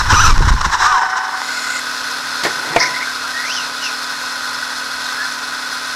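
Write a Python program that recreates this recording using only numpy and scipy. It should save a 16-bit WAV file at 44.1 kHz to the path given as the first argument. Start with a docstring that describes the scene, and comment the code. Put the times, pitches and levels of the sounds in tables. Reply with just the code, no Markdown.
"""On board an electric model buggy on an indoor dirt track, close-miked by the camera on its roof.
At first wind noise buffets the microphone, grit rattles on the chassis and the gears whine as turning partials.
The buggy then brakes with a motor buzz, its steering servo chatters, and its two fans hum and hiss as it stands.
Then a second buggy lands nearby and clips the shell: shaped noise and ringing plate modes.
Last it whines away in gliding gear tones, with a noise tail for the hall around it."""
import sys
import numpy as np
from scipy import signal
from scipy.fft import rfft, irfft, next_fast_len
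from scipy.io import wavfile
from scipy.ndimage import map_coordinates

SR = 44100
rng = np.random.default_rng(int(sys.argv[2]) if len(sys.argv) > 2 else 0)


def wav_record(signal):
    """Record a signal, one row per channel, as 16-bit PCM in the file named by sys.argv[1]."""
    frames = np.transpose(np.atleast_2d(signal))
    bounded = np.clip(frames, -1, 1)
    # unit amplitude maps onto the largest positive 16-bit level
    quanta = np.round(bounded * 32767).astype(np.int16)
    wavfile.write(sys.argv[1], SR, quanta)


N = 262571

# ground speed of the buggy carrying the microphone: (time [s], share of top speed)
GROUND_SPEED = [(0, 0.68), (.14, 0.83), (.33, 0.94), (.54, 0.61), (.67, 0.73), (.74, .4), (.94, 0.34),
                (1.06, 0.15), (1.45, 0.016)]

# wind noise at the microphone: (frequency [Hz], density [dB per Hz])
WIND_SPECTRUM = [(9.4, -27), (16, 11.5), (32, -4), (71, 0), (117, -7), (204, -24), (600, -34), (780, -62),
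                 (1320, -120)]
# dull knock as the suspension bottoms out: (frequency [Hz], density [dB per Hz])
KNOCK_SPECTRUM = [(40, -9), (130, 3.5), (260, -8.5), (500, -22), (900, -26), (2000, -57)]
# the suspension bottoms out: (time [s], slow push [dB], push frequency [Hz], knock [dB])
BOTTOMINGS = [(0.127, 2.5, 82, -8), (.312, 4, 33, -7), (0.375, 4.5, 27.3, -18), (0.403, -14, 46.2, -5),
              (.446, -4, 55.5, -29), (0.474, 1, 83, -23), (.506, 3.5, 44.7, -20), (0.537, -4, 49.7, -14),
              (.662, -9.5, 59.6, -20), (2.764, -29, 40, -31)]
WIND_DB, WIND_POWER = -10.5, 3.07  # mean gust at top speed; grows as this power of speed
GUST_DB, GUST_RATE = 3, 22.33  # scale of the wind's lumps [dB], random lumps per second
DIAPHRAGM_TRAVEL = .72  # soft limit of the wind and knocks [full scale]

# grit drumming on the chassis: (frequency [Hz], density [dB per Hz])
CHASSIS_SPECTRUM = [(210, -28.5), (350, -21), (633, -22.5), (707, -13.5), (734, -17), (798, -8.5), (996, 3),
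                    (1320, -5.5), (1460, -1.5), (1840, -7.5), (2090, -15), (3200, -42), (4160, -54),
                    (7040, -120)]
# grit spraying off the chassis: (frequency [Hz], density [dB per Hz])
GRIT_SPECTRUM = [(1500, -44), (2200, -11), (3000, 0), (3260, -4.5), (3930, 4), (4480, -7), (5450, 5.5),
                 (6470, -3.5), (8400, -11), (9500, -27), (13000, -16), (15500, -15)]
# ruts shake the chassis: (time [s], rattle level [dB], swell length [s])
RUT_RATTLES = [(.005, -15, 0.019), (.117, -11.5, 0.023), (.38, -12, 0.0025), (.456, -17.5, 0.0061),
               (.49, -12.5, 0.014), (.539, -20, 0.0027), (.614, -13, 0.0055), (.654, -12.5, 0.012),
               (.739, -12, 0.02), (.811, -15, 0.024), (.855, -13, 0.025), (1.104, -23, 0.01),
               (1.178, -19, 0.017), (1.25, -25, 0.014), (1.376, -26.5, 0.0043), (1.418, -13, 0.0011)]
RATTLE_POWER, SPRAY_POWER = 0.38, 1.18  # the tyre noises grow as these powers of speed
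ROLL_DB, SPIN_DB, SCRUB_DB = -21.5, -21, -18  # rattle gains for rolling, wheelspin and braking, at top speed
ROLL_SPRAY_DB, SPIN_SPRAY_DB, SCRUB_SPRAY_DB = -28.5, -20.5, -18  # spray gains for the same three

# the driver's commands: (start [s], end [s], attack [s], release [s])
THROTTLE = (0.095, 0.338, .014, 0.036)
FULL_POWER = (0.14, 0.279, 0.033, 0.01)
BRAKING = (0.758, 1.5, 0.093, 0.13)
STEERING = (1.25, 1.81, 0.57, 0.016)

# gear mesh under throttle, flaring as the wheels hop: (time [s], pitch [Hz])
MESH_PITCH = [(.1, 1480), (.117, 1679), (.13, 1030), (.143, 1517), (.172, 1236), (.192, 1231), (.222, 1618),
              (.252, 1240), (.279, 1434), (.31, 1170)]
# gear partials under throttle: (multiple of mesh pitch, level [dB])
GEAR_PARTIALS = [(1, 0), (2, -13.5), (4, -20)]
# motor buzz under braking: (multiple of buzz pitch, level [dB])
BRAKE_PARTIALS = [(1, -2.5), (2, 1.5), (4, -19), (5, -31), (7, -13)]
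WHINE_DB, WHISTLE_DB = -12, -19.5  # gears and speed controller under power
RUN_DOWN = (.84, 1.053, .025, 0.12)  # gears sing while slowing: start, end, attack, release [s]
CREST_S, CREST_HZ, RISE_HZ_PER_S, SAG_HZ_PER_S = .892, 1285, 4000, 3550  # their pitch crests, then sags
RUN_DOWN_DB = -13.5
BRAKE_DB, BRAKE_FADE_DB_PER_S = -24, 10  # the pulsed brake buzzes in the motor

# resonances of the servo case: (frequency [Hz], width [Hz], level [dB])
SERVO_MODES = [(1460, 48, 9), (2056, 51, 6.5), (2560, 150, -13), (6900, 100, -1), (7600, 100, -5),
               (8050, 110, -16)]
SERVO_DB = -23  # at full effort

# the other buggy strikes the ground, then the shell: (time [s], thud [dB], crack [dB], 60 dB decay [s])
STRIKES = [(2.435, -23.5, -12.5, 0.16), (2.451, -15, -21, 0.17), (2.475, -24.5, -26, 0.12),
           (2.762, 0, -8, 0.031), (2.782, -39, -38, 0.031)]
# chassis plate modes: (frequency [Hz], level before a small scatter [dB], 60 dB decay [s])
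PLATE_MODES = [(135, -19, 0.12), (337, -10.5, 0.082), (488, -5, 0.055), (613, -5, 0.04), (685, 3, 0.043),
               (1200, -6, 0.013)]
# scuffed dirt, also the rumble of the passing buggy: (frequency [Hz], density [dB per Hz])
DIRT_THUD = [(50, -60), (90, -16), (140, -2), (220, -15), (330, -2), (480, -5), (660, -4.5), (900, -1),
             (1250, -6.5), (2000, -6), (6000, -42)]
# crack of the plastic shell: (frequency [Hz], density [dB per Hz])
SHELL_CRACK = [(100, -67), (400, -12), (1300, -9), (1900, 4), (2700, -13), (4000, -3), (6000, -10),
               (9000, -20), (15000, -15)]

# throttle blips of the other buggy:
# (time [s], pitch [Hz], glide [Hz per s], swell length [s], level [dB], roughness [share])
THROTTLE_BLIPS = [(2.779, 2200, -15000, 0.012, -18, .6), (2.826, 1950, 0, 0.023, -12.5, 1.06),
                  (2.873, 2080, -7000, .022, -19, 0.25), (2.953, 2060, 7000, 0.02, -21.5, 0.44),
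                  (3.022, 2080, 5002, 0.02, -21, 0.6), (3.084, 1560, 2, .03, -25, 0.18),
                  (3.25, 1400, 0, 0.019, -21, 0.23), (3.3, 1518, 1999, 0.017, -23, .2),
                  (3.856, 2746, -5000, 0.038, -23.5, 0.29), (5.21, 1700, 1400.5, 0.038, -22.5, 0.2)]
BLIP_DRIFT = .07  # pitch scatter at a roughness of 1
# its gear mesh as it pulls away: (time [s], pitch [Hz])
PULL_AWAY_PITCH = [(3.34, 1850), (3.42, 1940), (3.47, 2110), (3.55, 3400), (3.575, 2960), (3.595, 2880),
                   (3.65, 2520)]
# its body rings louder at some gear pitches: (pitch [Hz], gain [dB])
RIVAL_BODY_GAIN = [(1900, 1.5), (2150, -0.5), (2550, -1), (2880, 2), (3050, -4), (3400, -7)]
# its tyres spray dirt: (time [s], level [dB], swell length [s])
DIRT_SKIDS = [(2.808, -16, 0.012), (2.832, -18, 0.011), (2.866, -24, 0.02), (3.54, -25.5, 0.079),
              (3.855, -27, .04)]
# dirt thrown by those tyres: (frequency [Hz], density [dB per Hz])
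DIRT_SPRAY = [(3000, -36), (4500, -2), (5200, 6), (6200, 0.5), (7200, -24), (14000, -43)]
# the other buggy's phases: (start [s], end [s], attack [s], release [s])
NEARBY = (2.47, 3.34, .04, 0.39)  # rolling within earshot
RIVAL_BRAKING = (2.795, 3.08, 0.015, 0.023)
PULL_AWAY = (3.33, 3.67, .025, 0.086)
PULL_DB = -27.5  # before the body gain
PASS_S, PASS_WIDTH_S, PASS_DB = 2.752, 0.048, -24  # closest approach, time to cover that distance, rumble there
RIVAL_BRAKE_DB, RIVAL_BRAKE_FADE_DB_PER_S = -25, 55

# how plainly the fans are heard: (time [s], gain [dB])
FAN_GAIN = [(0, -1), (1.1, -12), (1.5, 1.5), (5.95, 0.44)]
# first fan's hum: (multiple of its pitch, level [dB])
FAN_PARTIALS = [(1, -46), (4, -40), (5, -36.5), (6, -39), (10, -45)]
# second, smaller fan's hum: (multiple of its pitch, level [dB])
SMALL_FAN_PARTIALS = [(.5, -61.5), (1, -50), (1.5, -55), (3.5, -65)]
# fan draught: (frequency [Hz], density [dB per Hz])
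FAN_DRAUGHT = [(25, -16), (45, -19), (76, -5), (110, -11), (170, -8), (330, -11.5), (480, -1.5), (900, 1),
               (1300, -7.5), (2300, -2), (3000, -1.5), (9000, -15), (15000, -10)]
# cavity under the body shell: (frequency [Hz], width [Hz], level [dB])
SHELL_CAVITY = [(1490, 126, 3.5), (1873, 136, -10.5), (2630, 65, -15.5), (3506, 144, -9), (3787, 123, -8.5),
                (4152, 174, -7), (4280, 110, -10), (4700, 150, -8), (4936, 107, -14), (5185, 78, -6.5),
                (5570, 71, -25), (5860, 22, -10.5), (7900, 99, -27), (9150, 300, -25.5), (9920, 300, -19.5),
                (12300, 220, -46), (12900, 580, -14.5)]

# treble response of the small microphone: (frequency [Hz], gain [dB])
MICROPHONE_RESPONSE = [(9000, 0), (12500, -7), (14500, -30), (15600, -17)]
TOP_HZ = 15650  # band limit of the camera
OVERLOAD = .71  # its overload ceiling [full scale]


def wind():
    """Air buffets the microphone, steeply with speed; each bottoming-out gives one slow push and a dull knock."""
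    gusts = amp(GUST_DB * wobble(GUST_RATE))
    air = amp(WIND_DB) * speed() ** WIND_POWER * gusts * coloured(noise(), WIND_SPECTRUM)
    thud = coloured(noise(), KNOCK_SPECTRUM)
    knocks = np.zeros(N)
    for start, push_db, hz, knock_db in BOTTOMINGS:
        t = np.clip(clock() - start, 0, None)
        air += amp(push_db) * np.sin(2 * np.pi * hz * t) * np.exp(-(hz * t) ** 2)
        knocks += amp(knock_db) * (1 - np.exp(-t / 0.0009)) * np.exp(-t / 0.014) * thud
    # the diaphragm can only move so far
    return DIAPHRAGM_TRAVEL * np.tanh((air + knocks) / DIAPHRAGM_TRAVEL)


def tyres():
    """Clumps of grit drum on the chassis and spray off, more under wheelspin and braking; ruts bring bursts."""
    v, spin, scrub = speed(), held(THROTTLE), held(BRAKING)
    stones = grains(rate=5000, spread_db=1.5) * amp(2.6 * wobble(80))
    drumming = v ** RATTLE_POWER * (amp(ROLL_DB) + amp(SPIN_DB) * spin + amp(SCRUB_DB) * scrub)
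    thrown = v ** SPRAY_POWER * (amp(ROLL_SPRAY_DB) + amp(SPIN_SPRAY_DB) * spin + amp(SCRUB_SPRAY_DB) * scrub)
    rattle = drumming * coloured(stones, CHASSIS_SPECTRUM)
    spray = thrown * coloured(stones + noise(), GRIT_SPECTRUM)
    shaken = coloured(noise(), CHASSIS_SPECTRUM) + amp(-7.5) * coloured(noise(), GRIT_SPECTRUM)
    return rattle + spray + swells(RUT_RATTLES) * shaken


def drive():
    """The gears whine; the controller's switching makes the motor whistle under power and buzz when braking."""
    whine = held(THROTTLE) * gears(curve(MESH_PITCH), GEAR_PARTIALS, drift=.014, rasp_db=-9)
    since = clock() - CREST_S
    glide_hz = np.minimum(RISE_HZ_PER_S * since, -SAG_HZ_PER_S * since)
    slowing_hz = np.maximum(CREST_HZ + glide_hz, CREST_HZ / 2)
    # coasting, a second gear pair sings a little above the first
    coast_partials = [(1, 0), (1.24, -10), (2, -23), (3, -25)]
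    coast = held(RUN_DOWN) * gears(slowing_hz, coast_partials, drift=.01, rasp_db=-10)
    whistle = held(FULL_POWER) * tone(5934, [(1, 0)], drift=.001, drift_rate=200) * amp(2.5 * wobble(90))
    buzz = tone(754, BRAKE_PARTIALS, drift=.003, drift_rate=60) * amp(2.5 * wobble(45))
    brake = held(BRAKING, BRAKE_FADE_DB_PER_S) * buzz
    return amp(WHINE_DB) * whine + amp(RUN_DOWN_DB) * coast + amp(WHISTLE_DB) * whistle + amp(BRAKE_DB) * brake


def servo():
    """The steering servo chatters in its small case, in quick pulses as it hunts for its position."""
    hunting = amp(3.5 * np.sin(2 * np.pi * 33 * clock() + wobble(8)))
    chatter = grains(rate=6000, spread_db=1) * hunting
    return amp(SERVO_DB) * held(STEERING) * resonate(chatter, SERVO_MODES)


def blows():
    """Each blow rings the chassis plate, scuffs the dirt and cracks the plastic shell."""
    out = np.zeros(N)
    for start, thud_db, crack_db, t60 in STRIKES:
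        t = np.clip(clock() - start, 0, None)
        fade = (1 - np.exp(-t / 0.00064)) * amp(-60 * t / t60)
        ring = np.zeros(N)
        for hz, db, life in PLATE_MODES:
            ring += amp(db + rng.normal(0, 1.1) - 60 * t / life) * np.sin(2 * np.pi * hz * t)
        scuff = fade * coloured(noise(), DIRT_THUD)
        out += amp(thud_db) * (amp(-1.0) * ring + amp(2.5) * scuff)
        out += amp(crack_db) * fade * coloured(noise(), SHELL_CRACK)
    # parts this small radiate no deep bass
    out = signal.sosfilt(signal.butter(3, 115, "highpass", fs=SR, output="sos"), out)
    return hall(out, t60=0.95, wet_db=-20.5)


def rival():
    """The other buggy rumbles up, louder as distance shrinks, brakes past, spins its wheels and drives off."""
    distance = np.hypot(1, (clock() - PASS_S) / PASS_WIDTH_S)  # relative to closest approach
    rumble = amp(PASS_DB) * held(NEARBY) / distance * coloured(noise(), DIRT_THUD)
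    mesh_hz = curve(PULL_AWAY_PITCH)
    ringing = amp(PULL_DB + np.interp(mesh_hz, *np.transpose(RIVAL_BODY_GAIN)))
    leaving = ringing * held(PULL_AWAY) * gears(mesh_hz, [(1, 0), (2, -15)], drift=.019, rasp_db=-4)
    buzz = tone(1003, [(1, 2.5), (2, -19)], drift=0.0021, drift_rate=83)
    brake = amp(RIVAL_BRAKE_DB) * held(RIVAL_BRAKING, RIVAL_BRAKE_FADE_DB_PER_S) * buzz
    dirt = swells(DIRT_SKIDS) * coloured(grains(rate=6000, spread_db=1.5), DIRT_SPRAY)
    return rumble + hall(blips() + leaving + brake + dirt, t60=.55, wet_db=-13)


def blips():
    """At each blip of the throttle the other buggy's gears swell and glide in pitch."""
    rows = np.array(THROTTLE_BLIPS)
    # each sample follows the blip nearest in time
    nearest = np.abs(clock()[:, None] - rows[:, 0]).argmin(axis=1)
    centre, hz, glide, length, db, rough = rows[nearest].T
    since = clock() - centre
    pitch = np.clip(hz + glide * since, hz / 2, hz * 2)
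    swell = amp(db) * np.exp(-(since / length) ** 2)
    return swell * gears(pitch, [(1, 0), (2, -20)], drift=BLIP_DRIFT * rough, rasp_db=-6)


def fans():
    """Two fans hum; their draught and bearing rattle ring under the body shell."""
    hum = tone(253.2, FAN_PARTIALS, drift=0.00387, drift_rate=25)
    small_hum = tone(291, SMALL_FAN_PARTIALS, drift=0.00343, drift_rate=13)
    draught = amp(-33.0) * coloured(noise(), FAN_DRAUGHT)
    rattle = resonate(grains(rate=9000, spread_db=-0.5), SHELL_CAVITY)
    bearing = amp(-24.5) * rattle * amp(0.7 * wobble(35))
    return amp(curve(FAN_GAIN)) * (hum + small_hum + draught + bearing)


def hall(x, t60, wet_db):
    """Direct sound plus the diffuse answer of the hall, a decaying noise tail."""
    t = np.arange(SR) / SR
    tail = rng.standard_normal(SR) * amp(-60 * t / t60)
    return x + amp(wet_db) * signal.fftconvolve(x, tail / np.linalg.norm(tail))[:N]


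def gears(hz, orders, drift, rasp_db):
    """Gear whine at rms 1; backlash scatters part of it into a rasp around each partial."""
    mesh = tone(hz, orders, drift, drift_rate=300)
    backlash = amp(rasp_db) * wobble(600)
    return unit(mesh * (amp(2.5 * wobble(90)) + backlash))


def tone(hz, orders, drift, drift_rate):
    """Partials of a turning part whose speed wanders a little."""
    phase = 2 * np.pi * np.cumsum(hz * (1 + drift * wobble(drift_rate))) / SR
    partials = [amp(db) * np.sin(k * phase + rng.uniform(0, 2 * np.pi)) for k, db in orders]
    return np.sqrt(2) * sum(partials)  # levels are rms


def grains(rate, spread_db):
    """Random tiny impacts of uneven size, rate a second on average, at rms 1."""
    hits = rng.random(N) < rate / SR
    return unit(hits * noise() * amp(spread_db * noise()))


def noise():
    """Fresh white noise."""
    return rng.standard_normal(N)


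def wobble(rate):
    """A smooth random curve, rate knots a second."""
    return map_coordinates(rng.standard_normal(int(N * rate / SR) + 4), [clock() * rate])


def resonate(x, modes):
    """x rung through (frequency [Hz], width [Hz], level [dB]) resonances, at rms 1."""
    def response(f):
        """Sum of band-pass resonances."""
        return sum(amp(db) * 1j * f * w / (c * c - f * f + 1j * f * w) for c, w, db in modes)
    return unit(filtered(x, response))


def coloured(x, points):
    """x shaped by (frequency [Hz], level [dB]) points, at rms 1."""
    f, db = np.transpose(points)
    return unit(filtered(x, lambda hz: amp(np.interp(np.log(hz + 1), np.log(f), db))))


def filtered(x, response):
    """x times a response of frequency."""
    m = next_fast_len(N + SR // 2)
    return irfft(rfft(x, m) * response(np.fft.rfftfreq(m, 1 / SR)), m)[:N]


def speed():
    """Ground speed per sample, as a share of top speed."""
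    return np.maximum(curve(GROUND_SPEED), 0)


def curve(rows):
    """One value per sample from (time [s], value) rows."""
    return np.interp(clock(), *np.transpose(rows))


def held(times, fade_db_per_s=0):
    """Attack, hold and release; the level may fade from the start on."""
    start, end, attack, release = times
    t = clock()
    gate = np.clip(np.minimum((t - start) / attack, (end - t) / release), 0, 1)
    return gate * amp(-fade_db_per_s * np.clip(t - start, 0, end - start))


def swells(rows):
    """A bell-shaped swell for each (time [s], level [dB], length [s]) row."""
    return sum(amp(db) * np.exp(-((clock() - centre) / length) ** 2) for centre, db, length in rows)


def clock():
    """The time of every sample [s]."""
    return np.arange(N) / SR


def unit(x):
    """Scale to rms 1."""
    return x / np.sqrt(np.mean(x ** 2) + 1e-20)


def amp(db):
    """Decibels to gain."""
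    return 10 ** (np.asarray(db) / 20)


def scene():
    """Everything as heard from the buggy's roof."""
    on_board = wind() + tyres() + drive() + servo()
    return (on_board + blows() + rival() + fans())[None]


def record(dry):
    """The small microphone dulls the top octave; the camera overloads and keeps nothing above its band limit."""
    f, db = np.transpose(MICROPHONE_RESPONSE)
    heard = filtered(dry[0], lambda hz: amp(np.interp(hz, f, db)))
    clipped = heard / (1 + np.abs(heard / OVERLOAD) ** 8) ** (1 / 8)
    return filtered(clipped, lambda hz: hz < TOP_HZ)[None]


dry = scene()
out = record(dry)
wav_record(out)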